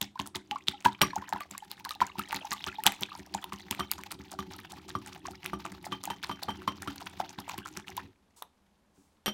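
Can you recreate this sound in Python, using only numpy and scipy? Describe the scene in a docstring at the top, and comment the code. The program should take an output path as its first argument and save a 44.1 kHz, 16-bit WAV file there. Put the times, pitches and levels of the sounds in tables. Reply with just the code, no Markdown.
"""A small kitchen: a wire whisk beats eggs in a glass bowl on a wooden table, about six strokes a second.
Each stroke thuds through the table and squelches, and the wires cut the egg again on the way back.
Trapped air plops and wet films snap, most of all while the egg is still lumpy.
Now and then the whisk knocks the glass; at the end it is lifted, drips, and is laid against the rim."""
import sys
import numpy as np
from scipy import signal
from scipy.fft import rfft, irfft, next_fast_len
from scipy.io import wavfile

SR = 44100
rng = np.random.default_rng(int(sys.argv[2]) if len(sys.argv) > 2 else 0)


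def unload_audio(sound):
    """Save the sound as a 16-bit wav file, at the path given as the first command line argument."""
    columns = np.transpose(np.atleast_2d(sound))
    # keep every value between -1 and 1, then stretch to whole-number steps
    steps = np.round(np.clip(columns, -1, 1) * 32767)
    wavfile.write(sys.argv[1], SR, steps.astype(np.int16))


N = 411453

# Levels in the tables are relative: each layer adds its own trim.
# room tone spectrum: f/Hz, level/dB
HUSH_SPECTRUM = [(12, -17.5), (20, -8.5), (22, -16), (74, -2), (110, -17), (204, -3.5), (357, -19),
                 (388, -14.5), (976, -15.5), (1860, -23.5), (12100, -35), (16000, -50)]
# colour of the wall reflections: f/Hz, level/dB
WALL_SPECTRUM = [(100, 2), (600, 6.5), (5000, -3.5), (9000, -0.5)]
# decay of the room: f/Hz, t60/s
ROOM_DECAY = [(100, 0.45), (1000, 0.14), (4000, 0.24), (8000, 0.21), (16000, 0.025)]
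# modes of the wooden table: f/Hz, level/dB, t60/s
WOOD_MODES = [(85.3, -3.5, 0.071), (121, -13.5, 0.24), (173.7, -0.5, 0.041), (203.7, 0, .16),
              (206, -24, 0.027), (279.2, -6.5, 0.21), (309, -17, 0.34), (373.7, -5.5, 0.15),
              (438, -13, 0.033)]
# thuds as the whisk is lowered and let go: t/s, level/dB
SET_DOWN_THUDS = [(8.978, -49), (9.263, -33), (9.277, -33.5)]
# dull modes of the filled bowl: f/Hz, level/dB, t60/s
BOWL_MODES = [(910, 0.5, 0.017), (1204, -14, 0.079), (1174, 8.5, 0.045), (1240, -5.5, 0.067),
              (1550, -2, 0.013), (1910, -20, .06), (2155, -30, 0.027)]
# bright modes of whisk and glass: f/Hz, level/dB, t60/s
BRIGHT_MODES = [(2965, -9, .06), (3105, -3, .17), (3144, -1, .14), (5680, -3, .14), (5728, -2, .13),
                (8780, -2, .09), (8860, -4, .07), (9490, -13, .1), (11560, -7, .06), (12400, -1, .07)]
# spectrum of clattering wires: f/Hz, level/dB
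CLATTER_SPECTRUM = [(150, -3.5), (500, 5), (3200, 4.5), (5000, -5.5), (7500, -14.5), (12000, -25.5),
                    (16000, -23)]
# whisk hits on the glass: t/s, knock/dB, ring/dB, high chime/dB, clatter/dB
GLASS_HITS = [(1.016, -53, -35.5, -26.5, -20.5), (3.795, -27, -59, -50, -39.5),
              (3.806, -28.5, -37.5, -51, -51), (4.389, -27.5, -47, -53, -44.5),
              (4.952, -27.5, -52, -56, -45.5), (5.533, -26.5, -52, -54.5, -43.5),
              (5.925, -29.5, -37, -70, -41.5), (6.102, -38, -41.5, -52, -40), (6.295, -34.5, -45, -68, -43),
              (6.314, -39, -39, -53.5, -45), (6.486, -28.5, -37.5, -60, -49), (6.504, -43, -43, -56, -43),
              (6.677, -32, -33.5, -48, -33.5), (6.875, -31, -43.5, -52, -40), (9.26, -37, -29, -35, -28),
              (9.28, -33.5, -42, -45, -31.5)]
# spectrum of bursting films: f/Hz, level/dB
CRACKLE_SPECTRUM = [(300, -21.5), (900, 5.5), (2000, -13.5), (3800, -3.5), (6500, 0), (9000, -0.5),
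                    (12000, -9.5), (16000, -10)]
# spectrum of sloshing egg: f/Hz, level/dB
SLOSH_SPECTRUM = [(200, -33.5), (500, -20), (850, 21), (1300, -4), (2000, 5.5), (3500, 7.5), (6000, -0.5),
                  (9000, -16.5), (12000, -8), (16000, -10)]
# the loudest tearing films: t/s, pop/dB, f/Hz, crack/dB
FILM_SNAPS = [(.0147, -17.5, 3250, -17.5), (.1993, -21, 2820, -47), (.2735, -34.5, 8500, -30.5),
              (.3588, -21.5, 3650, -43), (.5117, -19, 2770, -56), (.6708, -34, 3060, -41.5),
              (.6837, -8.5, 3400, -34), (.853, -15, 2790, -50), (1.0165, -18, 3130, -13),
              (1.1585, -26.5, 6400, -36), (1.3256, -24.5, 1660, -52), (1.4064, -30, 1930, -30.5),
              (1.5796, -27.5, 7200, -27.5), (1.7148, -26, 3940, -25), (1.8924, -29, 4120, -26),
              (1.9081, -23, 3570, -31), (2.0047, -22.5, 1700, -44.5), (2.1938, -26.5, 2490, -21),
              (2.309, -26.5, 2540, -61), (2.3281, -22, 1560, -28), (2.3615, -27.5, 3820, -29),
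              (2.5082, -25.5, 6300, -46), (2.531, -28, 6770, -22.5), (2.6413, -20.5, 3100, -43.5),
              (2.837, -26, 2630, -17), (2.8654, -5, 3100, -2.5), (2.9211, -26.5, 2320, -25.5),
              (3.0094, -50, 1860, -27), (3.0336, -15, 3300, -44), (3.3481, -23.5, 6760, -40),
              (3.442, -26.5, 3340, -27.5), (3.7105, -19, 3120, -15), (3.9151, -16.5, 4300, -13),
              (4.036, -30.5, 2060, -33), (4.1166, -31, 4200, -24), (5.4607, -22.5, 2380, -23.5),
              (5.6631, -31.5, 2610, -48), (6.0542, -30, 6400, -23), (6.1014, -33, 3000, -47),
              (6.2291, -30.5, 3080, -39), (6.2441, -26.5, 3830, -38), (6.4336, -22, 4140, -27),
              (7.4951, -27.5, 2300, -32), (7.5805, -37, 2060, -25.5), (7.7722, -26.5, 5530, -32),
              (7.8821, -28.5, 2670, -50), (7.9675, -38, 3340, -25), (8.4238, -32, 3450, -27.5)]
# the largest air pockets: t/s, level/dB, f/Hz, t60/s
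AIR_POCKETS = [(.156, -35, 950, 0.026), (.1943, -26, 958, 0.015), (.345, -41, 1214, 0.033),
               (.513, -30, 810, 0.073), (.5582, -26, 1067, 0.015), (.7335, -41, 815, .09),
               (.8588, -9.5, 929, 0.032), (1.0318, -18.5, 1115, 0.03), (1.1317, -30.5, 956, 0.019),
               (1.1624, -22, 808, 0.02), (1.222, -33.5, 970, 0.019), (1.326, -19.5, 860, 0.013),
               (1.3603, -27, 890, 0.01), (1.4064, -35, 1170, 0.068), (1.623, -37.5, 853, 0.037),
               (1.8557, -34, 1020, 0.02), (1.9078, -31.5, 1187, 0.03), (2.0155, -12.5, 953, 0.022),
               (2.1545, -37, 860, .014), (2.195, -25, 1280, 0.016), (2.3264, -27.5, 850, 0.035),
               (2.4464, -31.5, 840, 0.029), (2.5266, -29, 1126, 0.033), (2.684, -32, 1400, 0.03),
               (2.7844, -29.5, 850, 0.041), (2.8437, -37, 1300, 0.01), (2.867, -16, 853, 0.015),
               (3.1178, -34.5, 1130, 0.015), (3.1517, -35.5, 870, 0.011), (3.3477, -23, 830, 0.012),
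               (3.4412, -34.5, 920, 0.012), (3.523, -29, 1100, 0.0072), (4.3367, -36, 730, 0.012),
               (5.2529, -33, 1020, 0.017), (5.283, -32.5, 747, 0.017), (5.8661, -30, 790, 0.0069),
               (6.075, -27.5, 790, 0.013), (6.1035, -27, 900, .02), (6.297, -26.5, 920, 0.013),
               (6.4909, -25.5, 834, 0.011), (6.6766, -19.5, 985, 0.016), (6.88, -30.5, 1294, 0.018),
               (7.2013, -19.5, 787, 0.008), (7.3876, -32.5, 870, 0.0064), (7.496, -29.5, 990, 0.0062),
               (7.54, -33, 820, 0.016), (7.9778, -25.5, 923, 0.015), (8.4223, -31, 910, 0.0032)]
# the arc of the beating, as lumps smooth out and the whisk bears down:
# t/s, swirl/dB, gurgle over fizz/dB, rubbing/dB, loose bubbles over their pass/dB
BEATING_ARC = [(0, -75, -4.5, -71, -7), (.5, -72.5, -8, -65, -8), (1.2, -62, 10, -74, 12.5),
               (1.8, -64, -4, -62.5, 6), (2.7, -57.5, -1.5, -63, 6.5), (3.4, -61.5, 1.5, -60.5, 3),
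               (4.2, -61, -2.5, -54.5, -1.5), (6, -61.5, 3.5, -54, -4.5), (8.05, -58, 4, -56, 1.5),
               (8.17, -87, 2.5, -81, -3.5), (9.2, -87, 4, -82, -1)]
# turns of the whisk: t/s, thud/dB, push squelch/dB, back-swing delay/turn, back-swing squelch/dB
WHISK_STROKES = [(0.016, -39, -28.5, 0.9, -60), (0.195, -36, -32.5, 0.44, -50),
                 (0.353, -40.5, -33.5, 0.95, -87), (0.511, -43.5, -40, 0.27, -68),
                 (0.679, -38, -38, 0.76, -54.5), (0.85, -27, -21.5, 0.45, -60),
                 (1.015, -25, -23.5, 0.35, -59), (1.174, -37.5, -56.5, 0.74, -55),
                 (1.332, -37.5, -49, 0.42, -57), (1.511, -47.5, -48, 0.58, -72),
                 (1.702, -58, -61, 0.5, -55), (1.847, -58, -38.5, 0.43, -46),
                 (2.01, -39.5, -28.5, 0.33, -51.5), (2.183, -36.5, -38, 0.67, -47),
                 (2.345, -39.5, -34.5, 0.45, -50), (2.514, -47, -34.5, 0.85, -52),
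                 (2.669, -38, -34.5, 0.6, -73), (2.857, -35, -27, 0.53, -57), (3.015, -39, -41, 0.76, -53),
                 (3.191, -43.5, -56, 0.47, -58), (3.341, -38, -40, 0.43, -55),
                 (3.525, -37.5, -39.5, 0.41, -55.5), (3.709, -36.5, -32.5, 0.54, -62),
                 (3.794, -34.5, -42, 0.64, -42.5), (3.981, -47, -46, 0.63, -42.5),
                 (4.191, -42.5, -53.5, 0.64, -47), (4.388, -35.5, -55, 0.63, -43),
                 (4.585, -53, -46, 0.66, -43.5), (4.769, -52, -48.5, 0.64, -41),
                 (4.953, -32, -67, 0.66, -47.5), (5.125, -57, -47, 0.75, -41.5),
                 (5.304, -44, -50, 0.63, -42.5), (5.533, -32.5, -73, 0.63, -46.5),
                 (5.721, -53, -54.5, 0.63, -43), (5.919, -34.5, -45, 0.66, -45),
                 (6.102, -38.5, -48.5, 0.69, -40.5), (6.294, -37, -47.5, 0.69, -43.5),
                 (6.486, -34, -46, 0.7, -53), (6.676, -34.5, -56, 0.74, -44), (6.875, -35, -55, 0.72, -43),
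                 (7.058, -49, -52, 0.92, -59), (7.2, -45, -39.5, 0.54, -49), (7.382, -41.5, -47, 0.53, -45),
                 (7.578, -37, -37.5, 0.42, -49), (7.769, -44, -49, 0.51, -47),
                 (7.97, -67, -49, 0.46, -53.5)]

LAST_TURN_TO_S = 7.3  # the last turn counts back toward this time, so its back-swing comes early
PUSH_RISE_S, BACK_RISE_S, WAKE_RISE_S = 0.0046, 0.0074, 0.0081  # attack of each kind of swell
PUSH_TRIM_DB, BACK_TRIM_DB, WAKE_TRIM_DB = -3.5, -2, -12.5
RUB_PHASE, RUB_SWING_DB = 0.9, 3  # where in a turn the wires rub hardest, and by how much
FURROW_HZ, FURROW_OCTAVES, FURROW_S = 1540, 1.1, .11  # starting pitch, its climb, time to close
LIGHT_TOUCH_HZ = 150  # a light touch does not move the table's modes below this
BUBBLE_CAP_DB = -43  # a pass harder than this makes no larger loose bubbles


def amp(db):
    """Decibels to gain."""
    return 10 ** (np.asarray(db) / 20)


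def unit(x):
    """x at rms 1."""
    return x / np.sqrt(np.mean(x ** 2) + 1e-20)


def along(points, hz):
    """Read (f/Hz, value) points on a log frequency axis."""
    f, values = np.transpose(points)
    return np.interp(np.log(hz + 1), np.log(f + 1), values)


def filtered(x, response):
    """EQ x with a gain that is a function of frequency."""
    size = next_fast_len(len(x) + 2048)
    return irfft(rfft(x, size) * response(np.fft.rfftfreq(size, 1 / SR)), size)[:len(x)]


def noise(spectrum, size):
    """Coloured noise at rms 1."""
    return unit(filtered(rng.standard_normal(size), lambda hz: amp(along(spectrum, hz))))


def fade(t, t60):
    """Exponential decay, 60 dB down at t60."""
    return np.exp(-np.log(1000) * t / np.maximum(t60, 1e-4))


def add(track, s, sound):
    """Mix a sound into the track at s seconds."""
    start = int(np.clip(round(s * SR), 0, N - 1))
    track[start:start + len(sound)] += sound[:N - start]


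def arc(column):
    """One column of the beating arc as a fader move, one value per sample."""
    columns = np.transpose(BEATING_ARC)
    return np.interp(np.arange(N) / SR, columns[0], columns[column])


def turn_times(share):
    """The moment in every stroke when this share of the turn is done."""
    starts = np.transpose(WHISK_STROKES)[0]
    return starts + share * np.diff(starts, append=LAST_TURN_TO_S)


def swells(times, levels_db, rise_s):
    """An envelope that rises and dies away after each of the times."""
    out, t = np.zeros(N), np.arange(SR // 4) / SR
    for s, db in zip(times, levels_db):
        add(out, s, amp(db) * t / rise_s * np.exp(1 - t / rise_s))
    return out


def clumps(rate_hz, depth_db):
    """An uneven gain at rms 1: the egg grips and lets go."""
    wander = unit(filtered(rng.standard_normal(N), lambda hz: np.exp(-(hz / rate_hz) ** 2)))
    return unit(amp(depth_db * wander))


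def grain_sizes(count, scatter_db):
    """Random grain gains: many small, a few large."""
    return amp(scatter_db * np.minimum(rng.exponential(size=count), np.pi))


def ring(modes, t, scatter_db):
    """One hit on a set of modes, each at a new strength and sign."""
    hz, db, t60 = np.transpose(modes)[:, :, None]
    strength = amp(db + scatter_db * rng.standard_normal(hz.shape)) * rng.choice([-1, 1], hz.shape)
    return np.sum(strength * np.sin(2 * np.pi * hz * t) * fade(t, t60), axis=0)


def bubble(t, hz, t60, rise, swell):
    """A ringing air pocket: it opens over `swell` cycles and bends by the fraction `rise` as it dies."""
    envelope = fade(t, t60) * (1 - np.exp(-(t * hz / swell) ** 2))
    envelope /= envelope.max(axis=-1, keepdims=True) + 1e-9
    pitch = hz * (1 + rise * np.minimum(t / t60, 1))
    return envelope * np.sin(2 * np.pi * np.cumsum(pitch, axis=-1) / SR)


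def bubble_db(s, pass_db):
    """Loose bubbles follow the level of their pass, and are louder while the egg is lumpy."""
    times, *_, loose_db = np.transpose(BEATING_ARC)
    return np.minimum(pass_db, BUBBLE_CAP_DB) + np.interp(s, times, loose_db)


def stray_bubbles(pitch_hz, spread, scatter_db):
    """Cues for one small bubble after each push and back-swing: t/s, level/dB, f/Hz."""
    starts, _, push_db, back_share, back_db = np.transpose(WHISK_STROKES)
    lag, size, pitch = rng.random((2 * len(starts), 3)).T
    s = np.concatenate([starts, turn_times(back_share)]) + .04 * lag ** 2
    db = bubble_db(s, np.concatenate([push_db, back_db])) + scatter_db * (2 * size - 1)
    return np.column_stack([s, db, pitch_hz * np.exp(spread * (2 * pitch - 1))])


def room_tone():
    """A faint, steady bed of hush."""
    return amp(-71) * noise(HUSH_SPECTRUM, N)


def kitchen_reverb(x):
    """Close walls give a short tail, slightly different for every stretch of sound."""
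    out, hop = np.zeros(N), SR // 4
    for start in range(0, N, hop):
        hz, t, reflections = signal.stft(noise(WALL_SPECTRUM, SR // 3), SR, nperseg=256)
        decay = fade(t, along(ROOM_DECAY, hz)[:, None])
        _, tail = signal.istft(reflections * decay, SR, nperseg=256)
        wet = signal.fftconvolve(x[start:start + hop], tail / np.linalg.norm(tail))
        add(out, start / SR + .003, wet)
    return out


def table_body():
    """The low end: shoves and rubbing pass through the bowl's foot into the table top."""
    out, t = np.zeros(N), np.arange(SR // 4) / SR
    attack = 1 - fade(t, 0.0066)
    for s, db, *_ in WHISK_STROKES:
        add(out, s, amp(db + 0.5) * ring(WOOD_MODES, t, scatter_db=1.9) * attack)
    light_modes = [mode for mode in WOOD_MODES if mode[0] > LIGHT_TOUCH_HZ]
    for s, db in SET_DOWN_THUDS:
        add(out, s, amp(db - 3.5) * ring(light_modes, t, scatter_db=3) * attack)
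    rubbing = unit(signal.fftconvolve(rng.standard_normal(N), ring(WOOD_MODES, t, scatter_db=4.5))[:N])
    turns = np.interp(np.arange(N) / SR, turn_times(0), np.arange(len(WHISK_STROKES)))
    pressure_db = arc(3) + RUB_SWING_DB * np.cos(2 * np.pi * (turns - RUB_PHASE))
    out += amp(pressure_db + 1) * clumps(rate_hz=22, depth_db=2.5) * rubbing
    # the table top radiates almost nothing below its lowest mode
    return signal.sosfilt(signal.butter(8, 64, "high", fs=SR, output="sos"), out)


def drip_and_sink():
    """Two soft swishes: egg slides off the lifted whisk, then closes over it again."""
    drip = swells([8.36], [-58], rise_s=0.017)
    sink = swells([8.93], [-73.5], rise_s=0.064)
    return noise(CRACKLE_SPECTRUM, N) * (drip + sink)


def glass_knocks():
    """The whisk hits the glass: a dull knock, a bright ring and a wire clatter with a sharp front."""
    out, t = np.zeros(N), np.arange(SR // 3) / SR
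    clatter_envelope = fade(t, 0.078) + 2 * fade(t, 0.0035)
    for s, knock_db, ring_db, chime_db, clatter_db in GLASS_HITS:
        knock = amp(knock_db - 5) * ring(BOWL_MODES, t, scatter_db=2.5)
        clatter = amp(clatter_db + 1) * noise(CLATTER_SPECTRUM, len(t)) * clatter_envelope
        modes = [(hz, db + (ring_db if hz < 5000 else chime_db), t60) for hz, db, t60 in BRIGHT_MODES]
        add(out, s, knock + clatter + ring(modes, t, scatter_db=2))
    return out


def furrow_slurps():
    """Each push leaves a slimy furrow that closes in ten small chirps, higher as it shrinks."""
    out, t = np.zeros(N), np.arange(SR // 30) / SR
    for start, _, push_db, *_ in np.repeat(WHISK_STROKES, 10, axis=0):
        closed, softness, detune, glide = rng.random(4)
        s = start + FURROW_S * closed
        hz = FURROW_HZ * 2 ** (FURROW_OCTAVES * closed + 1.3 * (detune - .5))
        db = bubble_db(s, push_db) + 2 - 9 * softness - 4 * closed
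        add(out, s, amp(db) * bubble(t, hz, t60=.014, rise=.6 * glide - .25, swell=2))
    return out


def film_snaps():
    """A wet film tears with a sharp crack and leaves a tiny chirping bubble."""
    out, t = np.zeros(N), np.arange(SR // 40) / SR
    treble = signal.butter(2, 6500, "high", fs=SR)
    crack_envelope = fade(t, 0.0053) + amp(-15) * fade(t, 0.0071)
    strays = stray_bubbles(pitch_hz=3770, spread=0.68, scatter_db=5.5)
    films = FILM_SNAPS + [(s, db + 7.5, hz, db + 3.5) for s, db, hz in strays]
    for s, pop_db, hz, crack_db in films:
        crack = signal.lfilter(*treble, rng.standard_normal(len(t))) * crack_envelope
        splash = amp(-18) * noise(SLOSH_SPECTRUM, len(t)) * fade(t, 0.011)
        pop = bubble(t, hz, t60=0.0043, rise=.3, swell=0.14) + splash
        add(out, s, amp(pop_db + 3.1) * pop + amp(crack_db + 2.5) * crack / np.abs(crack).max())
    return out


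def air_plops():
    """An air pocket opens with a faint splash, rings briefly and sheds a smaller, higher bubble."""
    out, t = np.zeros(N), np.arange(SR // 12) / SR
    strays = stray_bubbles(pitch_hz=981, spread=.3, scatter_db=6)
    pockets = AIR_POCKETS + [(s, db + 0.5, hz, .017) for s, db, hz in strays]
    for (s, db, hz, t60), (glide, split, lag) in zip(pockets, rng.random((len(pockets), 3))):
        splash = amp(-19) * noise(SLOSH_SPECTRUM, len(t)) * fade(t, 0.027)
        plop = bubble(t, hz, t60, rise=0.22 * glide, swell=3.2)
        offshoot = bubble(t, hz * (1.1 + split), 0.81 * t60, rise=.25, swell=1.5)
        add(out, s - .0004, amp(db + 1) * (plop + splash))
        add(out, s + 0.02 * lag, amp(db - 13) * offshoot)
    return out


def film_crackle(count, scatter_db):
    """Tiny films bursting as sharp clicks, at rms 1."""
    positions = rng.integers(0, N, count)
    strengths = grain_sizes(count, scatter_db) * rng.choice([-1, 1], count)
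    clicks = np.bincount(positions, strengths, N)
    return unit(filtered(clicks, lambda hz: amp(along(CRACKLE_SPECTRUM, hz))))


def froth(count, grain_samples, pitch_hz, spread, scatter_db):
    """A cloud of small bubbles, damped within a few cycles by the thick egg, at rms 1."""
    t = np.arange(grain_samples) / SR
    when, life = rng.random((count, 2)).T[:, :, None]
    hz = np.clip(pitch_hz * np.exp(spread * rng.standard_normal((count, 1))), 650, 11000)
    chirps = bubble(t, hz, t60=(5 + 13 * life ** 2) / hz, rise=.2, swell=1)
    grains = grain_sizes(count, scatter_db)[:, None] * chirps * np.sqrt(1 - t / t[-1])
    positions = (when * N).astype(int) + np.arange(grain_samples)
    return unit(np.bincount(positions.ravel(), grains.ravel(), N)[:N])


def whisk_squelch():
    """Every pass of the wires is a burst of gurgle, fizz and crackle; in its wake the egg swirls."""
    starts, _, push_db, back_share, back_db = np.transpose(WHISK_STROKES)
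    swirl_db, gurgle_db = arc(1), arc(2)
    pushes = swells(starts - PUSH_RISE_S, push_db + PUSH_TRIM_DB, PUSH_RISE_S)
    back_swings = swells(turn_times(back_share) - BACK_RISE_S, back_db + BACK_TRIM_DB, BACK_RISE_S)
    wake_envelope = swells(starts, push_db + WAKE_TRIM_DB, WAKE_RISE_S)
    gurgle = froth(count=2400, grain_samples=560, pitch_hz=1424, spread=0.37, scatter_db=6)
    gurgle *= amp(gurgle_db)
    fizz = amp(-0.5) * froth(count=4000, grain_samples=280, pitch_hz=4030, spread=.45, scatter_db=8.5)
    crackle = film_crackle(count=4200, scatter_db=11)
    swish = noise(SLOSH_SPECTRUM, N)
    swirl = amp(swirl_db) * (amp(-3) * gurgle + fizz + amp(1.5) * swish)
    wake = wake_envelope * (gurgle + amp(-2) * fizz + amp(-0.5) * swish)
    cuts = amp(-2) * (pushes + back_swings) * (gurgle + fizz + crackle + amp(-11.5) * swish)
    return (swirl + wake) * clumps(rate_hz=51, depth_db=6.5) + cuts


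def scene():
    """The mono mix: the bowl up close, a touch of kitchen behind it, room tone underneath."""
    egg = air_plops() + furrow_slurps() + film_snaps() + whisk_squelch() + drip_and_sink()
    close_up = egg + glass_knocks() + table_body()
    return (close_up + amp(-16.5) * kitchen_reverb(close_up) + room_tone())[None]


def record(dry):
    """A steep low-pass on the master trims the very top."""
    roll_off = signal.cheby2(16, 90, 17200, fs=SR, output="sos")
    return signal.sosfilt(roll_off, dry)


dry = scene()
out = record(dry)
unload_audio(out)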